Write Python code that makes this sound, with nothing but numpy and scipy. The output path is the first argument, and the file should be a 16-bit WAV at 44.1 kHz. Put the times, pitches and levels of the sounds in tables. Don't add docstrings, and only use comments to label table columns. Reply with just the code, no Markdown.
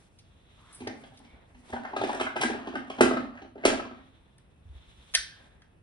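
import sys
import numpy as np
from scipy import signal
from scipy.fft import rfft, irfft, next_fast_len
from scipy.io import wavfile
from scipy.ndimage import uniform_filter1d

SR = 44100
rng = np.random.default_rng(int(sys.argv[2]) if len(sys.argv) > 2 else 0)


def unload_wav(signal):
    wavfile.write(
        sys.argv[1],
        SR,
        np.round(np.clip(np.atleast_2d(signal).T, -1, 1) * 32767).astype(np.int16),
    )


N = 256695

# hollow level/dB,
# low panels level/dB, block bodies level/dB, crack level/dB; favoured side panel f/Hz, favoured block f/Hz
KNOCKS = [(0.803, -48.5, 7.5, 7, -6, 2.5, 870, 1120), (0.815, -47, -2, 8.5, -16, -3.5, 940, 1140),
          (0.843, -61, 15, 5, 2, -17, 767, 1980), (0.869, -33.5, -6.5, 4.5, 0.5, -7, 680, 1784),
          (0.9, -43.5, 3, -5, -22, -33, 556, 1760), (1.035, -46, -0.5, -8, -5, -3, 590, 1580),
          (1.118, -50.5, -16, -10, -18, -30, 724, 1570), (1.196, -53.5, 2, -12, -5, -22, 680, 984),
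          (1.247, -60.5, 4.5, -8, -3, 5, 760, 2230), (1.545, -55.5, 2, -15, -6, -3.5, 825, 1940),
          (1.696, -47.5, -1, 2, -23, -15, 855, 1580), (1.725, -40, -17, -7, 4.5, -7, 660, 1610),
          (1.733, -29, -2.5, -3.5, -9, -16, 746, 1250), (1.761, -32.5, -11.5, -16, -2, -18, 790, 1570),
          (1.848, -31.5, -25, -16, 2, -15, 760, 1385), (1.908, -47, -15, 1, -5, -37, 695, 1690),
          (1.931, -31, -10, -6, -5, -21, 860, 1080), (1.963, -25, -12, -7, -0.5, -7.5, 675, 1273),
          (2.012, -21.5, -14.5, -4.5, -14, -12, 750, 1320), (2.035, -24, -7, 2.5, -6.5, -10.5, 596, 1630),
          (2.06, -37.5, -27, -5, -10, -9, 766, 1250), (2.093, -22.5, -24.5, -12.5, -7.5, -16, 860, 1050),
          (2.141, -44, 5.5, 11, -12, -9.5, 778, 1340), (2.197, -30, -3, -3, 4.5, -2.5, 494, 1290),
          (2.208, -23.5, -9, -1, -2, -5.5, 767, 1310), (2.265, -34, -23, -16.5, 8.5, -28, 764, 1520),
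          (2.357, -29, -9.5, -10.5, -7.5, -13.5, 674, 1310), (2.363, -29.5, -9.5, -0.5, 0.5, -4, 770, 1640),
          (2.404, -30, -19, -7, -19.5, -8, 765, 1793), (2.413, -26, -22, -10, 1, 2.5, 737, 1080),
          (2.432, -29, -5.5, 4, 9, -11, 780, 1580), (2.445, -32.5, 6.5, 3, -11, -7, 790, 1550),
          (2.497, -30, -5.5, 5.5, -10.5, -13, 740, 1580), (2.546, -36.5, -0.5, 6.5, -6, -26.5, 794, 1550),
          (2.67, -35, 2.5, 3, -3, -5.5, 670, 1030), (2.737, -37.5, -1.5, 3.5, -6.5, -13.5, 516, 1370),
          (2.753, -31, 0, -2, 4, -9, 840, 1525), (2.809, -49, -7, -6, -7.5, -27.5, 600, 1650),
          (2.899, -31.5, -9, -3.5, -5, -6, 640, 1080), (2.984, -30.5, 0, -4.5, -8, -10, 770, 1530),
          (3.0069, -9.5, -2, 1.5, -2.5, -10, 703, 1364), (3.03, -20.5, -4, -1, -1.5, -15.5, 806, 1560),
          (3.058, -28.5, 3.5, 6, -0.5, -12, 790, 1280), (3.109, -24.5, -2, 1, 0.5, -20, 617, 1210),
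          (3.133, -26.5, -6.5, 1.5, -3, -16.5, 477, 1300), (3.168, -29.5, 0.5, -3, 4, -9, 550, 1270),
          (3.371, -54, -9.5, -16.5, 13, 3, 800, 1680), (3.416, -43.5, -1.5, 1, -11.5, -7, 790, 1300),
          (3.446, -47, -6, -7.5, -11.5, -23, 634, 1530), (3.554, -42, -4, 1.5, -13.5, -21.5, 595, 1310),
          (3.578, -47, -1.5, 1, -7, -12, 630, 1630), (3.636, -34, -14.5, 0, 3, -9, 660, 2160),
          (3.651, -12.5, -5, 1, -3, -6, 603, 1390), (3.677, -24, -3.5, 0, -6.5, -17, 706, 1980),
          (3.697, -26.5, -6, -6.5, 3, -13.5, 656, 1583), (3.73, -24, -21.5, -18.5, -26, -26.5, 676, 1670),
          (3.792, -33.5, -9.5, -1, 5, -9, 695, 1310), (3.85, -47, -6, -0.5, 7.5, -1, 590, 1110),
          (3.909, -45.5, 2.5, 0, 1, -9, 628, 1287), (5.398, -60, -6, -2.5, -6, -12, 560, 1100)]
# f/Hz, level/dB, time to fall 60 dB t60/s
HOLLOW_AIR = [(197.2, -23, 0.037), (230, -13, 0.13), (244, -9.5, 0.28), (263.5, -10.5, 0.3),
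              (260, -5, 0.036)]
LOW_PANELS = [(338, -3, 0.031), (384.5, 7, 0.025), (420, -6.5, 0.02), (480, -3.5, 0.0065)]
SIDE_PANELS = [(562, -10.5, 0.05), (639, -15, 0.08), (635, 13, 0.014), (778.6, 0.5, 0.041),
               (849.3, 2.5, 0.033), (942, 3, 0.025)]
BLOCK_BODIES = [(1039, -5.5, 0.04), (1199, -1.5, 0.027), (1295, -2, 0.025), (1490, 2, 0.011),
                (1580, -1, 0.03), (1729, 0, 0.025), (2026, 7.5, 0.017), (2286, -10.5, 0.03),
                (2530, -8.5, 0.019), (3237, 3.5, 0.0095)]
# level/dB, t60/s
OWN_PANEL = (9.2, 0.012)
OWN_BLOCK = (6, 0.024)
# f/Hz, level/dB
CRACK_COLOUR = [(1500, -24), (2000, -4.5), (2400, 9), (2900, 5.5), (3200, 5.5), (3500, 0), (4200, -4),
                (5500, -12), (6600, -9), (7200, -42.5)]
EDGE_COLOUR = [(7000, -11.5), (7800, -12.5), (9000, -11.5), (10300, -11), (10800, -7.5), (11100, -36),
               (11600, -52)]
# t/s, level/dB, sharp edge level/dB
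RATTLE_LEVELS = [(1.7, -58.5, -59.5), (1.92, -50, -89), (2.02, -38.5, -52.5), (2.19, -45, -59.5),
                 (2.33, -60.5, -104), (2.42, -42.5, -47), (2.6, -47.5, -90), (2.95, -51.5, -66),
                 (3.3, -56.5, -95.5), (3.418, -59.5, -99), (3.53, -87, -110), (3.641, -46.5, -77),
                 (4.0, -64.5, -111)]
# f/Hz, level/dB
JOSTLE_COLOUR = [(400, -21.5), (600, 7.5), (800, 3.5), (1050, -4), (1400, -3.5), (1900, -2), (2400, -35.5)]
# body level/dB,
# crack level/dB; t60/s of the edge
CLICKS = [(0.187, -54, -26, 5, 0.057), (0.726, -45.5, -28, -7, 0.46), (0.747, -37.5, -30, -36, 0.088),
          (0.873, -43.5, 7, 12.5, 0.028), (1.173, -57.5, -31, 10, 0.039), (1.191, -49, -9, -6, 0.014),
          (4.382, -49.5, -9.5, -4, 0.015), (5.138, -36.5, 0.5, 9.5, .03), (5.143, -28, 5, 8, .04),
          (5.1496, -10, -7.5, 3, 0.021), (5.154, -18, -5.5, -5.5, 0.01), (5.6189, -65.5, 16, 12, 0.021)]
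# f/Hz, level/dB, t60/s
CLICK_BODY = [(673, -10.5, 0.03), (1300, 2.5, 0.014), (1510, -7.5, 0.024), (1793, 2, 0.049),
              (1633, -4, 0.03), (2115, 0.5, 0.026), (3204, 2, 0.027)]
# f/Hz, level/dB
SNAP_COLOUR = [(7000, -33.5), (7900, -1.5), (8800, -2), (9900, 7), (10600, -6.5), (11200, -15),
               (12000, -28.5)]
CLICK_CRACK_COLOUR = [(1500, -27.5), (2200, -0.5), (2600, 2.5), (3100, 1.5), (4000, 5), (4800, 6.5),
                      (6000, 2.5), (6600, -0.5), (7200, -37.5)]
# f/Hz, width f/Hz, level/dB against the click's body, t60/s
AFTER_RINGS = [(1750, 540, -13.0, 0.2), (1676, 260, -28.5, 0.81)]
# start t/s, length t/s, level/dB, f/Hz, width f/Hz
SLIDES = [(0.551, 0.28, -62.5, 1150, 400), (0.647, 0.15, -64, 1710, 800), (1.244, 0.14, -65, 2250, 200)]
# t/s, level/dB, f/Hz
THUMPS = [(0.195, -57, 102), (0.347, -56, 80), (0.818, -50, 96.5), (0.872, -46.5, 109), (1.107, -55.5, 124),
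          (1.332, -51, 64.6), (1.543, -51.5, 58.5), (1.724, -43, 81), (2.002, -45, 116), (2.396, -44, 143),
          (3.006, -69, 132), (3.648, -47.5, 123), (4.155, -68.5, 100.4), (4.653, -44.5, 85.2),
          (4.694, -40.5, 68.6), (4.75, -42.5, 66), (4.799, -53, 76), (4.874, -51.5, 60),
          (4.978, -51.5, 61.7), (5.112, -58.5, 55.5), (5.177, -48.5, 51), (5.222, -59, 58.7),
          (5.548, -56, 66.2)]
# t/s, low swish level/dB, thin rustle level/dB, fine hiss level/dB
RUSTLE_LEVELS = [
    [(0, -65.5, -74, -70), (.17, -78, -75.5, -78), (.5, -73, -66.5, -80), (.72, -66, -62.5, -68),
     (.9, -50.5, -75, -68), (1.15, -67, -68, -71.5), (1.43, -59.5, -69.5, -82), (1.57, -68, -85, -74),
     (1.72, -56, -57, -63)],
    [(3.95, -59.5, -64, -83), (4.32, -76.5, -74, -84), (4.62, -76, -81.5, -84), (4.78, -67.5, -63, -77),
     (4.98, -95, -63, -71), (5.25, -91.5, -61.5, -67), (5.42, -61, -63, -73), (5.58, -68.5, -75.5, -83.5),
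     (5.82, -80.5, -86, -89)],
]
# f/Hz, level/dB
SWISH_COLOUR = [(400, 2), (800, 4), (1200, -2.5), (2200, -2), (2800, -12.5), (4000, -48)]
CLOTH_COLOUR = [(2200, -5.5), (3000, -3), (3500, 2), (4000, -4), (4600, -20.5), (6300, -18.5),
                (7200, -30.5)]
# f/Hz, level/dB per Hz
TONE_COLOUR = [(12, -44), (20, -18.5), (43, -2), (99, -2), (182, -9.5), (213, -11.5), (570, -20),
               (651, -20.5), (1990, -30.5), (2150, -37.5), (2590, -26.5), (3570, -43), (7130, -52),
               (10100, -39), (11500, -53), (15000, -82), (22000, -120)]
# f/Hz, t60/s
ROOM_T60 = [(150, 0.65), (300, 0.28), (800, 0.5), (1200, 0.62), (1650, 0.28), (2200, 0.43), (4000, 0.43),
            (6000, 0.33), (10000, 0.27)]
# f/Hz, level/dB
ROOM_LEVEL = [(200, 6.5), (350, -2), (500, -4.5), (900, -4), (1500, 0), (2200, 0.5), (4000, 1), (7000, 2),
              (10400, 0.5), (10900, -35)]
# f/Hz, likeness from 0 to 1
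PORT_LIKENESS = [(30, 0.48), (120, 1), (300, 0.63), (700, 0.12), (2000, 0.025), (5000, 0.45), (7500, 0.75),
                 (9000, 0.21)]
# f/Hz, level/dB
BASS_CUT = [(40, -6.5), (110, -2.5), (170, -13), (215, -1)]
# f/Hz, level/dB
DISTANCE_COLOUR = [(2000, 3.5), (10800, -0.5), (11200, -22)]
# f/Hz, left minus right level/dB
PORT_BALANCE = [(60, 0), (140, -1.5), (350, -2.5), (830, 1.5), (1990, 0), (4770, -1), (11400, 0)]

CONTACT_S, LONGER_S_PER_DB = 0.00285, 0.00041059
CRACK_BUMPS_DB = 3.0
WAVER_PER_S = 10
EDGE_DB, EDGE_PER_CRACK_DB = 13, 1.68
SHAKEN_DB, SETTLE_S = -11.5, 0.12
RATTLES_PER_S = 130
TONE_DB = -60.5
BOX_LEAD_S, CLICK_LEAD_S = 0.00022, 0.0001
TOP_HZ = 12000


def box():
    out = np.zeros(N)
    for s, side_db, hollow_db, low_db, body_db, crack_db, side_hz, body_hz in KNOCKS:
        contact_s = CONTACT_S - LONGER_S_PER_DB * side_db
        hollow = ringing(HOLLOW_AIR, 0.22 * contact_s, spread=0.011, waver=0.022)
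        low = ringing(LOW_PANELS, 0.94 * contact_s, spread=0.022)
        side_modes = favouring(SIDE_PANELS, side_hz, 36.0, OWN_PANEL)
        side = ringing(side_modes, 0.44 * contact_s)
        body_modes = favouring(BLOCK_BODIES, body_hz, 17.0, OWN_BLOCK)
        body = ringing(body_modes, 0.4 * contact_s, spread=0.025)
        crack = burst(CRACK_COLOUR, 2.8 * contact_s, 0.032, CRACK_BUMPS_DB)
        edge = burst(EDGE_COLOUR, 1.8 * contact_s, 0.033)
        add(out, s, gain_of(side_db + hollow_db) * hollow)
        add(out, s, gain_of(side_db + low_db) * low)
        add(out, s, gain_of(side_db) * side)
        add(out, s, gain_of(side_db + body_db) * body)
        add(out, s, gain_of(side_db + crack_db) * crack)
        add(out, s, gain_of(edge_of(side_db, crack_db)) * edge)
    return out


def favouring(modes, hz, octave_db, own):
    stirred = [(f, db - octave_db * np.log2(f / hz) ** 2, t60) for f, db, t60 in modes]
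    return [(hz, *own)] + stirred


def edge_of(side_db, crack_db):
    return EDGE_DB + EDGE_PER_CRACK_DB * (side_db + crack_db)


def rattle():
    s, db, edge_db = np.transpose(RATTLE_LEVELS)
    t = np.arange(N) / SR
    happens = rng.random(N) < RATTLES_PER_S / SR
    size = gain_of(3.1 * np.minimum(rng.exponential(1, N), 4)) * happens
    body = signal.oaconvolve(size, burst(JOSTLE_COLOUR, 0.0019, 0.049))[:N]
    crack = signal.oaconvolve(size, burst(CRACK_COLOUR, 0.0001, 0.02))[:N]
    edge = signal.oaconvolve(size, burst(EDGE_COLOUR, 0.0001, 0.02))[:N]
    shaken = gain_of(np.interp(t, s, edge_db, -120, -120))
    for start, side_db, _, _, _, crack_db, _, _ in KNOCKS:
        fizz_db = edge_of(side_db, crack_db) + SHAKEN_DB - 60 * t[:SR // 2] / SETTLE_S
        add(shaken, start, gain_of(fizz_db))
    level = gain_of(np.interp(t, s, db, -120, -120))
    return level * evened(body + gain_of(-9.0) * crack) + shaken * evened(edge)


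def clicks():
    out, t = np.zeros(N), np.arange(SR // 2) / SR
    for s, edge_db, body_db, crack_db, t60 in CLICKS:
        add(out, s, gain_of(edge_db) * burst(SNAP_COLOUR, 0.00034, t60))
        add(out, s, gain_of(edge_db + crack_db) * burst(CLICK_CRACK_COLOUR, 0.0014, 1.4 * t60))
        add(out, s, gain_of(edge_db + body_db) * ringing(CLICK_BODY, 0.0009, spread=0.016))
        for hz, width_hz, ring_db, ring_t60 in AFTER_RINGS:
            rough = evened(narrow_noise(hz, width_hz)) * (1 - np.exp(-t / 0.0045))
            fading_db = edge_db + body_db + ring_db - 60 * t / ring_t60
            add(out, s, gain_of(fading_db) * rough)
    return out


def slides():
    out = np.zeros(N)
    for s, length, db, hz, width_hz in SLIDES:
        t = np.arange(0, length, 1 / SR)
        hiss = evened(narrow_noise(hz, width_hz)[:len(t)])
        add(out, s, gain_of(db) * np.sin(np.pi * t / length) * hiss)
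    return out


def thumps():
    out, t = np.zeros(N), np.arange(SR // 5) / SR
    for s, db, hz in THUMPS:
        swell = t / 0.01 * np.exp(1 - t / 0.012)
        add(out, s, gain_of(db) * np.sin(2 * np.pi * hz * t) * swell)
    return ports(out, np.roll(out, 160))


def rustle():
    t, out = np.arange(N) / SR, np.zeros((2, N))
    before, after = RUSTLE_LEVELS
    s, *levels_db = np.transpose(np.concatenate([before, after]))
    idle = (t > before[-1][0]) & (t < after[0][0])
    for db, colour in zip(levels_db, (SWISH_COLOUR, CLOTH_COLOUR, EDGE_COLOUR)):
        a, b, slips = rng.standard_normal((3, N))
        flicker_db = 1.8 * evened(uniform_filter1d(uniform_filter1d(slips, 900), 900))
        band = evened(coloured(ports(a, b), colour))
        out += band * gain_of(np.interp(t, s, db) + flicker_db)
    return out * uniform_filter1d(1. - idle, 2000)


def room_tone():
    noise = ports(*rng.standard_normal((2, N)))
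    return gain_of(TONE_DB) * evened(coloured(noise, TONE_COLOUR))


def room(x):
    t, out = np.arange(N) / SR, np.zeros((2, N))
    for k in range(3):
        taps = np.zeros((2, SR))
        at = np.arange(260, SR - 20, 20) + rng.integers(0, 20, (2, (SR - 261) // 20))
        np.put_along_axis(taps, at, rng.choice([-1., 1.], at.shape), 1)
        hz, frame_s, bands = signal.stft(ports(*taps), SR, nperseg=256)
        t60 = read(ROOM_T60, hz)[:, None]
        fading_db = read(ROOM_LEVEL, hz)[:, None] - 60 * frame_s / t60
        bands = bands * gain_of(fading_db) / np.sqrt(t60)
        tail = signal.istft(bands, SR, nperseg=256)[1] / np.sqrt(SR / 20 / (2 * np.log(1000)))
        turn = np.sqrt(2 / 3) * np.cos(2 * np.pi * (1.3 * t + k / 3))
        out += signal.fftconvolve((x * turn)[None], tail, axes=1)[:, :N]
    return out


def ringing(modes, contact_s, spread=0.014, waver=0):
    hz, db, t60 = np.transpose(modes)[:, :, None]
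    t = np.arange(round(t60.max() * SR)) / SR
    spot, detune, pace, start = rng.standard_normal((4, len(modes), 1))
    db = db + 2.0 * spot
    hz = hz * (1 + spread * detune)
    turn = 2 * np.pi * WAVER_PER_S * np.exp(pace / 2)
    bent = t + waver * (np.sin(turn * t + 2 * start) - np.sin(2 * start)) / turn
    x = (gain_of(db - 60 * t / t60) * np.sin(2 * np.pi * hz * bent)).sum(0)
    x = x * (1 - np.exp(-(t / contact_s) ** 2))
    return x / abs(x).max()


def burst(points, rise_s, t60, bumps_db=0):
    t, hz = np.arange(4096) / SR, np.fft.rfftfreq(4096, 1 / SR)
    noise, bumps = rng.standard_normal((2, len(t)))
    bumps = evened(uniform_filter1d(uniform_filter1d(bumps, size=40), size=40))[:len(hz)]
    shape = (1 - np.exp(-t / rise_s)) * gain_of(-60 * t / t60)
    colour = gain_of(read(points, hz) + bumps_db * bumps)
    x = noise * shape
    for _ in range(3):
        x = irfft(colour * np.exp(1j * np.angle(rfft(x))))
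        x = x / np.sqrt(abs(uniform_filter1d(x ** 2, size=64)) + 1e-20) * shape
    return x / abs(x).max()


def narrow_noise(hz, width_hz):
    edges = [hz - width_hz / 2, hz + width_hz / 2]
    band = signal.butter(2, edges, "bandpass", fs=SR, output="sos")
    return signal.sosfilt(band, rng.standard_normal(SR // 2))


def ports(a, b=0, lead_s=BOX_LEAD_S):
    n = next_fast_len(len(a))
    hz = np.fft.rfftfreq(n, 1 / SR)
    same = np.clip(read(PORT_LIKENESS, hz), 0, 1) if np.ndim(b) else 1
    left = same * rfft(a, n) + np.sqrt(1 - same ** 2) * rfft(b + 0 * a, n)
    earlier = np.exp(2j * np.pi * hz * lead_s)
    return np.array([irfft(left * earlier, n)[:len(a)], a])


def coloured(x, points):
    length = x.shape[-1]
    n = next_fast_len(length)
    gain = gain_of(read(points, np.fft.rfftfreq(n, 1 / SR)))
    return irfft(rfft(x, n) * gain, n)[..., :length]


def read(points, hz):
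    f, value = np.transpose(points)
    return np.interp(np.log(hz + 1), np.log(f + 1), value)


def gain_of(db):
    return 10 ** (np.asarray(db) / 20)


def evened(x):
    return x / np.sqrt(np.mean(x ** 2) + 1e-20)


def add(mix, s, sound):
    part = mix[round(s * SR):][:len(sound)]
    part += sound[:len(part)]


def scene():
    far = coloured(box() + gain_of(-1.5) * rattle(), BASS_CUT + DISTANCE_COLOUR)
    near = coloured(clicks(), BASS_CUT)
    direct = ports(far) + ports(near + slides(), lead_s=CLICK_LEAD_S)
    echoes = room(far + gain_of(-8.0) * near)
    return direct + echoes + thumps() + rustle() + room_tone()


def record(dry):
    left = coloured(dry[0], [(f, db / 2) for f, db in PORT_BALANCE])
    right = coloured(dry[1], [(f, -db / 2) for f, db in PORT_BALANCE])
    low_pass = signal.firwin(511, TOP_HZ, window=("kaiser", 9), fs=SR)
    return signal.oaconvolve(np.array([left, right]), low_pass[None], "same")


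dry = scene()
out = record(dry)
unload_wav(out)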